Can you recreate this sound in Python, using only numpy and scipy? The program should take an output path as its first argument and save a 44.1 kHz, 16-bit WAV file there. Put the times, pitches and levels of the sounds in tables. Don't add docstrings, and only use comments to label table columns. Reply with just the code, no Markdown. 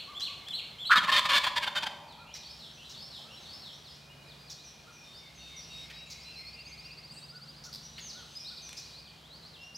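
import sys
import numpy as np
from scipy import signal
from scipy.fft import rfft, irfft, next_fast_len
from scipy.io import wavfile
from scipy.ndimage import map_coordinates

SR = 44100
rng = np.random.default_rng(int(sys.argv[2]) if len(sys.argv) > 2 else 0)


def digitize_waveform(pressure):
    field = np.atleast_2d(pressure).T
    bounded = np.clip(field, -1, 1)
    quanta = np.round(bounded * 32767).astype(np.int16)
    wavfile.write(sys.argv[1], SR, quanta)


N = 430857

# (time [s], length [s], level [dB], strength of the tilt towards the treble [dB, weighted in turkey()])
SYLLABLES = [(0.908, 0.031, -25, 10.5), (0.956, 0.034, -22.5, 3), (1.033, 0.0214, -30.5, -8),
             (1.077, 0.031, -28, -2.5), (1.118, 0.0594, -23, 5), (1.174, 0.024, -22, 9.5),
             (1.249, 0.021, -27, -4), (1.292, 0.068, -23.5, 3), (1.35, 0.038, -22.5, 10),
             (1.435, 0.021, -27, 5), (1.461, 0.026, -28, 2), (1.561, 0.028, -27, 1),
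             (1.623, 0.026, -30.5, 5), (1.667, 0.02, -30.5, -4), (1.754, 0.038, -29.5, 3.5),
             (1.825, 0.019, -30.5, -2), (1.864, 0.013, -31, -1)]
# (time [s], pitch [Hz], level [dB])
LOCKED_TONES = [(.964, 3735, -26.5), (.978, 3240, -25), (1.081, 1066, -24.5), (1.087, 1808, -26.5),
                (1.115, 1051, -27.5), (1.122, 3190, -26), (1.174, 3100, -25.5), (1.463, 1025, -30.5),
                (1.567, 3540, -32), (1.633, 3130, -37), (1.671, 3590, -34), (1.766, 3580, -31),
                (1.858, 1552, -38), (1.859, 3160, -35.5)]
LOCK_S, LOCK_FLUTTER = 0.021, 0.17


def turkey():
    voice, edge = np.zeros(N), .008
    for s, length, db, bright_db in SYLLABLES:
        stretch = np.clip((s - 1.25) / .55, 0, 1)
        shake = 1 + .015 * rng.standard_normal()
        push = np.pad(gate(length, edge), (0, 512))
        slaps = rasp(len(push), pulse_hz=590, jitter=.11, scatter_db=2.5, hiss=.2)
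        source = foliage(push * slaps, share=0.64, span=0.009)

        def tract(hz):
            tilt = bright_db * along([(1000, -0.63), (3300, -0.15)], hz)
            return pipe(hz * shake, stretch) + tilt

        sound = unit(coloured(source, tract))
        add(voice, s - edge, amp(db) * sound * np.sqrt(np.mean(push ** 2)))
    add(voice, YELP[0][0], yelp())
    for s, hz, db in LOCKED_TONES:
        tone = slur(LOCK_S, (1.025 * hz, hz, hz), waver=.012, swell=1)
        add(voice, s, amp(db) * tone * (1 + LOCK_FLUTTER * flutter(len(tone))))
    return voice + amp(-9.5) * woods(voice, build=0.01, spread=0.18)


# (time [s], level [dB, before YELP_GAIN_DB], pitch [Hz])
YELP = [(.894, -33, 1401), (.911, -18, 1379), (0.92, -13.5, 1618), (.93, -17, 1480), (.942, -18.5, 1359),
        (.951, -28, 1377), (.958, -21, 1208), (.969, -21, 1320), (.976, -32, 1260)]
YELP_GAIN_DB = -1.5
YELP_FLUTTER, YELP_SWING, YELP_SCATTER = 0.47, 0.03, .12


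def yelp():
    s, db, hz = np.transpose(YELP)
    shape = gate(s[-1] - s[0] - .004, edge=.002)
    t = s[0] + np.arange(len(shape)) / SR
    beat = flutter(len(t))
    pitch = np.interp(t, s, hz) * (1 + YELP_SWING * beat + YELP_SCATTER * wobble(449, len(t)))
    tone = np.sqrt(2) * np.sin(2 * np.pi * np.cumsum(pitch) / SR)
    level = amp(YELP_GAIN_DB + np.interp(t, s, db))
    return shape * level * tone * (1 + YELP_FLUTTER * beat)


def flutter(size):
    rate_hz = 213.2 * (1 + .1 * wobble(94, size))
    return np.cos(2 * np.pi * np.cumsum(rate_hz) / SR)


def rasp(size, pulse_hz, jitter, scatter_db, hiss):
    draws = rng.standard_normal((128, 2))
    times = (np.cumsum(np.exp(jitter * draws[:, 0])) * SR / pulse_hz).astype(int)
    pulses = np.bincount(times, amp(scatter_db * draws[:, 1]), size)[:size]
    return unit(pulses - pulses.mean()) + hiss * rng.standard_normal(size)


# (frequency [Hz], relative level [dB])
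THROAT = [(40, -17), (200, -9), (500, -18.5), (800, -16.5), (1100, -13.5), (2000, -13), (3200, -6.5),
          (4500, -13.5), (5600, -21.5), (8000, -28.5), (15000, -38.5)]
# (frequency at the start [Hz], frequency at the end [Hz], width [Hz], lift [dB])
PIPE_RESONANCES = [(700, 540, 25, -2), (1000, 884, 234, 19), (1380, 1500, 120, 6.5), (1757, 1540, 170, 14),
                   (2200, 2150, 400, 7), (3150, 3100, 44, 7), (3587, 3030, 130, 9.5), (4420, 4730, 460, 5)]


def pipe(hz, stretch):
    gain_db = along(THROAT, hz)
    for first, last, width, lift in PIPE_RESONANCES:
        centre = first + stretch * (last - first)
        gain_db = gain_db + lift / (1 + (2 * (hz - centre) / width) ** 2)
    return gain_db


def foliage(x, share, span):
    u = np.linspace(0, 1, int(span * SR))
    taps = rng.standard_normal(len(u)) * np.sqrt(u) * (1 - u) ** 2
    return x + share * signal.fftconvolve(x, taps / np.linalg.norm(taps))[:len(x)]


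# (time into the phrase [s], length [s],
# first pitch [Hz], middle pitch [Hz], last pitch [Hz], level relative to the phrase [dB])
NEAR_PHRASE = [(-.045, .035, 2200, 2150, 2000, -20.5), (0, 0.079, 2990, 3490, 2580, -2.5),
               (.07, 0.032, 3980, 4080, 4540, 5), (.101, 0.041, 4436, 3350, 2305, -1),
               (.145, 0.048, 2080, 2280, 2650, -17)]
# (time [s], level [dB])
NEAR_SONG = [(-.174, -39), (.145, -38.5), (.462, -39), (0.782, -39.5)]


def near_bird():
    lead = SR // 2
    starts = [(s + lead / SR, db) for s, db in NEAR_SONG]
    notes = song(NEAR_PHRASE, starts, waver=0.013)
    heard = notes + amp(0.5) * woods(notes, build=0.0035, spread=0.14)
    return np.pad(heard[:, lead:], ((0, 0), (0, lead)))


def songbirds():
    far, close, stray = far_warbler(), sparrow(), twitter(count=32)
    direct, scattered = calls()
    direct += amp(-3.0) * far + close + stray
    scattered += amp(2.5) * far + amp(-9) * close + amp(2) * stray + amp(4.0) * two_note_bird()
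    return near_bird() + direct + woods(scattered, build=0.0026, spread=0.2)


# (time [s], pitch [Hz], level [dB, before a 1 dB cut])
SPARROW_WHISTLES = [(5.045, 3635, -55), (5.385, 3685, -52), (5.70, 3765, -48.5), (5.933, 3840, -51),
                    (6.099, 3940, -58), (6.247, 4060, -49.5), (6.357, 4150, -46), (6.45, 4300, -46.5)]
SUNG_SHARE = 0.73
SAG, TILT_S = .014, 0.00292


def sparrow():
    track, (first, last) = np.zeros(N), (6.52, 7.47)
    beats = np.diff([s for s, _, _ in SPARROW_WHISTLES] + [first])
    for (s, hz, db), beat in zip(SPARROW_WHISTLES, beats):
        rise = TILT_S / beat - SAG
        pitches = hz * np.array([1 - rise, 1, 1 + rise])
        add(track, s, amp(db - 1) * slur(SUNG_SHARE * beat, pitches, waver=0.0064, swell=0.16))
    for s in np.linspace(first, last, 16):
        add(track, s, amp(-49) * slur(.048, (3980, 4740, 4950), waver=0.008, swell=1.0))
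    return track


# (time [s], length [s], middle pitch [Hz], level [dB, before a 2 dB cut])
RISES = [(3.9, 0.065, 5060, -56), (5.133, 0.072, 4900, -53), (5.597, .063, 4890, -53.5),
         (5.72, 0.084, 5140, -57), (5.941, 0.061, 4830, -52.5), (6.193, 0.06, 4960, -52),
         (6.457, 0.038, 4720, -50.5), (7.536, .046, 4400, -56), (7.958, 0.048, 4340, -49.5),
         (8.445, .06, 4140, -43), (8.766, 0.033, 5230, -47), (8.813, 0.064, 4310, -51.5),
         (8.93, 0.079, 4350, -50.5), (9.156, .052, 3080, -64), (9.222, .062, 3420, -57.5),
         (9.299, .079, 4300, -51), (9.426, 0.058, 4340, -52), (9.747, 0.022, 5330, -41.5)]
FALLS = [(2.075, 0.087, 3800, -54.5), (3.843, 0.059, 3880, -52.5), (4.28, 0.055, 4000, -53.5),
         (4.465, .06, 3970, -54), (8.083, 0.041, 4670, -44.5), (8.119, 0.095, 3710, -54),
         (8.476, .04, 4150, -48), (8.562, 0.03, 4220, -46.5), (9.05, 0.042, 3560, -56),
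         (9.53, 0.045, 3500, -53)]
THIN_NOTES = [(3.39, 0.08, 6100, -63), (3.72, .096, 5950, -66), (4.641, 0.049, 5810, -52),
              (4.902, 0.17, 5600, -61), (5.347, .086, 6020, -58), (5.562, 0.04, 5760, -46),
              (5.792, 0.06, 5400, -57.5), (6.06, 0.047, 6940, -63), (6.362, 0.063, 5300, -55),
              (8.001, 0.097, 6270, -48), (8.39, 0.075, 5290, -47.5), (8.617, .073, 6000, -49)]
WHISTLED = [(2.34, 0.0042, 5730, -36), (4.096, 0.077, 2904, -55), (7.822, 0.092, 5775, -51.5),
            (8.352, 0.035, 5025, -41), (9.56, .2, 2790, -52.5)]
ARCHES = [(.073, 0.078, 1210, -48.5), (.275, 0.063, 1170, -53), (2.177, 0.09, 1397, -55.5),
          (3.24, 0.095, 1343, -60.5), (4.866, 0.05, 1417, -55), (7.315, 0.095, 1487, -56),
          (7.648, 0.053, 1470, -56.5), (8.14, .097, 1485, -55.5), (8.5, 0.053, 1480, -58)]


def calls():
    direct, scattered = np.zeros(N), np.zeros(N)
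    # (notes, first pitch over middle, last pitch over middle, waver as a share, echo [dB])
    kinds = [(RISES, .88, 1.2, 0.008, 0),
             (FALLS, 1.3, .8, 0.0072, 2.1),
             (THIN_NOTES, 1.06, 0.93, .018, 2.1),
             (WHISTLED, 0.97, 1.003, 0.0041, -1.3),
             (ARCHES, 0.85, 0.81, .005, -4)]
    for notes, first, last, waver, echo_db in kinds:
        for s, length, hz, db in notes:
            note = amp(db - 2) * slur(length, (first * hz, hz, last * hz), waver, swell=0.38)
            add(direct, s, note)
            add(scattered, s, amp(echo_db) * note)
    return direct, scattered


# (time into the phrase [s], length [s],
# first pitch [Hz], middle pitch [Hz], last pitch [Hz], level relative to the phrase [dB])
FAR_PHRASE = [(0, .1, 2550, 3020, 3860, -3), (.08, 0.043, 3780, 4000, 3730, 0),
              (.15, 0.054, 4550, 3720, 3100, 2), (.185, .04, 4320, 4430, 4620, 2),
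              (.215, .1, 4400, 5250, 5350, 1), (.33, 0.1, 4730, 3750, 2974, 4)]
# (time [s], level before the direct and echo gains [dB])
FAR_SONG = [(2.25, -54), (2.765, -51.5), (3.279, -52)]


def far_warbler():
    return song(FAR_PHRASE, FAR_SONG, waver=0.012)


# (time into the phrase [s], length [s],
# first pitch [Hz], middle pitch [Hz], last pitch [Hz], level relative to the phrase [dB])
TWO_NOTE_PHRASE = [(0, 0.125, 2330, 2142, 2184, -0.7), (.1, 0.0887, 2300, 2507, 2630, -4),
                   (.19, .1, 2820, 2690, 2520, 3.5)]
# (time [s], level before the echo gain [dB])
TWO_NOTE_SONG = [(5.18, -64), (5.47, -61), (5.76, -62), (6.05, -61), (6.34, -60), (6.63, -61), (6.91, -67)]


def two_note_bird():
    return song(TWO_NOTE_PHRASE, TWO_NOTE_SONG, waver=0.0305)


def twitter(count):
    track, start = np.zeros(N), 2.1
    slot = (N / SR - start) / count
    for k, (when, pitch, slide, level) in enumerate(rng.uniform(-1, 1, (count, 4))):
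        pitches = 4900 * 2 ** (.4 * pitch + 0.18 * slide * np.array([-1, 0, 1]))
        note = amp(-60.5 + 3 * level) * slur(.06, pitches, waver=.012, swell=0.52)
        add(track, start + (k + (1 + when) / 2) * slot, note)
    return track


def song(phrase, starts, waver):
    track = np.zeros(N)
    for start, phrase_db in starts:
        for s, length, *pitches, db in phrase:
            add(track, start + s, amp(phrase_db + db) * slur(length, pitches, waver, swell=.55))
    return track


# (time [s], level [dB])
CHIPS = [(.197, -48), (2.345, -47.5), (2.893, -50.5), (4.497, -46), (6.1, -46), (7.638, -48), (8.77, -46)]
# (time [s], level [dB])
CHUCKS = [(2.349, -50), (5.898, -47.5), (7.98, -45)]
# (time [s], level [dB])
SNAPS = [(.207, -37), (.485, -37), (2.123, -55), (8.691, -40), (8.729, -38)]


def chips():
    track = np.zeros(N)
    buzz = [(7.728 + k / 105, -39) for k in range(4)]
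    knock, lisp = [(3.19, -56.5)], [(7.12, -61)]
    # (events, length [s], centre [Hz], width [octaves], fall in level over the burst [dB])
    kinds = [(CHIPS, 0.035, 5130, 0.36, 2.8),
             (CHUCKS, .019, 2540, 0.79, 1.5),
             (SNAPS, 0.0024, 3130, 1.14, 3),
             (buzz, 0.0042, 4430, 0.26, 3),
             (knock, .014, 670, 0.7, 4),
             (lisp, 0.097, 8140, 0.16, 3)]
    for events, length, centre, width, fall_db in kinds:
        shape = gate(length, edge=0.0019)
        shape = shape * amp(fall_db * np.linspace(.5, -.5, len(shape)))
        band = lambda hz: np.maximum(-6 * (np.log2((hz + 1) / centre) / width) ** 2, -26)
        for s, db in events:
            burst = unit(coloured(rng.standard_normal(len(shape)), band))
            add(track, s - .0015, amp(db) * shape * burst)
    return track + amp(-1.5) * woods(track, build=0.0019, spread=0.18)


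# (frequency [Hz], time to fall by 60 dB [s])
WOODS_RING = [(200, 1.5), (620, 2.5), (900, 1.97), (1250, 0.85), (1550, 0.57), (2000, 0.83), (3200, 0.68),
              (6000, 0.7), (14000, 0.42)]


def woods(x, build, spread):
    hz, t, z = signal.stft(rng.standard_normal((2, SR)), SR, nperseg=256)
    decay = amp(-60 * t / along(WOODS_RING, hz)[:, None]) * (1 - np.exp(-t / build))
    mid, side = signal.istft(z * decay, SR, nperseg=256)[1]
    tail = np.array([mid + spread * side, mid - spread * side]) / np.linalg.norm(mid)
    return signal.fftconvolve(x[None], tail * amp(-1.0), axes=1)[:, :N]


def background():
    return air() + whistler() + blur() + hum()


# (time [s], length [s], level before its waver [dB])
WHISTLER_BOUTS = [(2, 0.56, -62.5), (4, 1.12, -63), (5.9, 1.06, -61.5), (8.4, 0.78, -62.5)]


def whistler():
    bouts, fade = np.zeros(N), .08
    for s, length, db in WHISTLER_BOUTS:
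        add(bouts, s - fade, amp(db) * gate(length, fade))
    band = noise_band([(1900, -40), (2330, -8), (2440, 10), (2560, -6), (3200, -34.5)])
    return band * bouts * amp(2.46 * wobble(8))


# (time [s], level before its waver [dB])
BLUR_LEVEL = [(0, -70), (2.1, -76), (2.6, -59.5), (3.7, -59.5), (4.2, -63), (5.8, -57.5), (7.4, -64),
              (8.2, -56.5), (9.7, -67)]


def blur():
    band = noise_band([(1500, -37), (2900, -1.5), (4200, 2), (5800, -9.5), (7500, -12.5), (15000, -29.5)])
    return band * amp(curve(BLUR_LEVEL)) * amp(1.6 * wobble(10))


# (frequency [Hz], relative level [dB])
AIR_COLOUR = [(15, -27), (25, -52), (54, -1.5), (151, -3.5), (326, -10), (586, -9), (771, -9.5),
              (1410, -13.5), (1660, -14.5), (2000, -16), (2600, -48), (4400, -120)]
# (frequency [Hz], relative level [dB])
AIR_TOP = [(2000, 2), (5000, -1), (8000, -11), (15500, -15.5)]
# (frequency [Hz], likeness)
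ALIKE = [(60, 0.99), (150, 0.94), (380, 0.57), (950, 0.51), (2380, 0.36), (5980, 0.88), (15000, 1)]
# (time [s], half-width [s], lift [dB])
GUSTS = [(.15, 0.82, 2.6), (3.55, 0.81, 1.7)]


def air():
    t = np.arange(N) / SR
    colour = lambda hz: along(AIR_COLOUR, np.minimum(hz, 1800)) + along(AIR_TOP, hz)
    noise = coloured(rng.standard_normal((2, N)), colour)
    side_db = lambda hz: 10 * np.log10(2 / (1 + np.clip(along(ALIKE, hz), 0, .995)) - 1)
    side = coloured(noise[1], side_db)
    gust_db = sum(db * np.exp(-((t - s) / width) ** 2) for s, width, db in GUSTS)
    rush = unit(np.array([noise[0] + side, noise[0] - side]))
    return rush * amp(-57 + gust_db) * amp(.6 * wobble(5))


# (frequency [Hz], level [dB, before a 1.5 dB lift, waver and swell])
HUM_TONES = [(64.6, -68), (140.0, -65.5), (161.5, -64.5), (220.7, -71.5)]
# (time [s], level change [dB])
HUM_SWELL = [(0, -5), (2.5, 0), (5.5, 0), (6.2, 3.5), (8.4, 2.5), (9.7, -2.5)]


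def hum():
    t = np.arange(N) / SR
    total = np.zeros(N)
    for hz, db in HUM_TONES:
        level = amp(db + 1.5 + 2.6 * wobble(2.04))
        total += level * np.sin(2 * np.pi * hz * t + 0.99 * wobble(6.1))
    return amp(curve(HUM_SWELL)) * total


def slur(length, pitches, waver, swell):
    u = np.linspace(0, 1, int(length * SR))
    bend = np.polyval(np.polyfit([0, .5, 1], pitches, 2), u)
    hz = bend * (1 + waver * wobble(396, len(u)))
    return np.sqrt(2) * np.abs(np.sin(np.pi * u)) ** swell * np.sin(2 * np.pi * np.cumsum(hz) / SR)


def gate(length, edge):
    t = np.arange(int((length + 2 * edge) * SR)) / SR
    flank = lambda u: np.sin(np.pi / 2 * np.clip(u / (2 * edge), 0, 1)) ** 2
    return flank(t) * flank(length + 2 * edge - t)


def noise_band(points):
    return unit(coloured(rng.standard_normal(N), lambda hz: along(points, hz)))


def coloured(x, gain_db):
    size = x.shape[-1]
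    m = 2 * next_fast_len(size // 2 + 2048)
    cepstrum = irfft(np.log(amp(gain_db(np.fft.rfftfreq(m, 1 / SR))) + 1e-6))
    cepstrum[1:m // 2] *= 2
    cepstrum[m // 2 + 1:] = 0
    return irfft(rfft(x, m) * np.exp(rfft(cepstrum)), m)[..., :size]


def wobble(rate, size=N):
    knots = rng.standard_normal(int(size * rate / SR) + 4)
    return map_coordinates(knots, [np.arange(size) * rate / SR])


def along(points, hz):
    f, v = np.transpose(points)
    return np.interp(np.log(hz + 1), np.log(f + 1), v)


def curve(rows):
    return np.interp(np.arange(N) / SR, *np.transpose(rows))


def amp(db):
    return 10 ** (np.asarray(db) / 20)


def unit(x):
    return x / np.sqrt(np.mean(x ** 2) + 1e-20)


def add(track, s, x):
    i = round(s * SR)
    x = x[max(-i, 0):max(N - i, 0)]
    track[max(i, 0):max(i, 0) + len(x)] += x


def scene():
    return turkey() + songbirds() + chips() + background()


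def record(dry):
    m = next_fast_len(N + SR // 2)
    hz = np.fft.rfftfreq(m, 1 / SR)
    treble = irfft(rfft(dry, m) * amp(along([(1500, -14), (3000, 0)], hz)), m)
    treble = signal.hilbert(treble)[:, :N]
    turn = np.exp(2j * np.pi * 4000 * np.arange(N) / SR)
    images = np.real(treble * (amp(-25) * turn + amp(-30) * turn ** 2))
    return irfft(rfft(dry + images, m) * (hz < 15800), m)[:, :N]


dry = scene()
out = record(dry)
digitize_waveform(out)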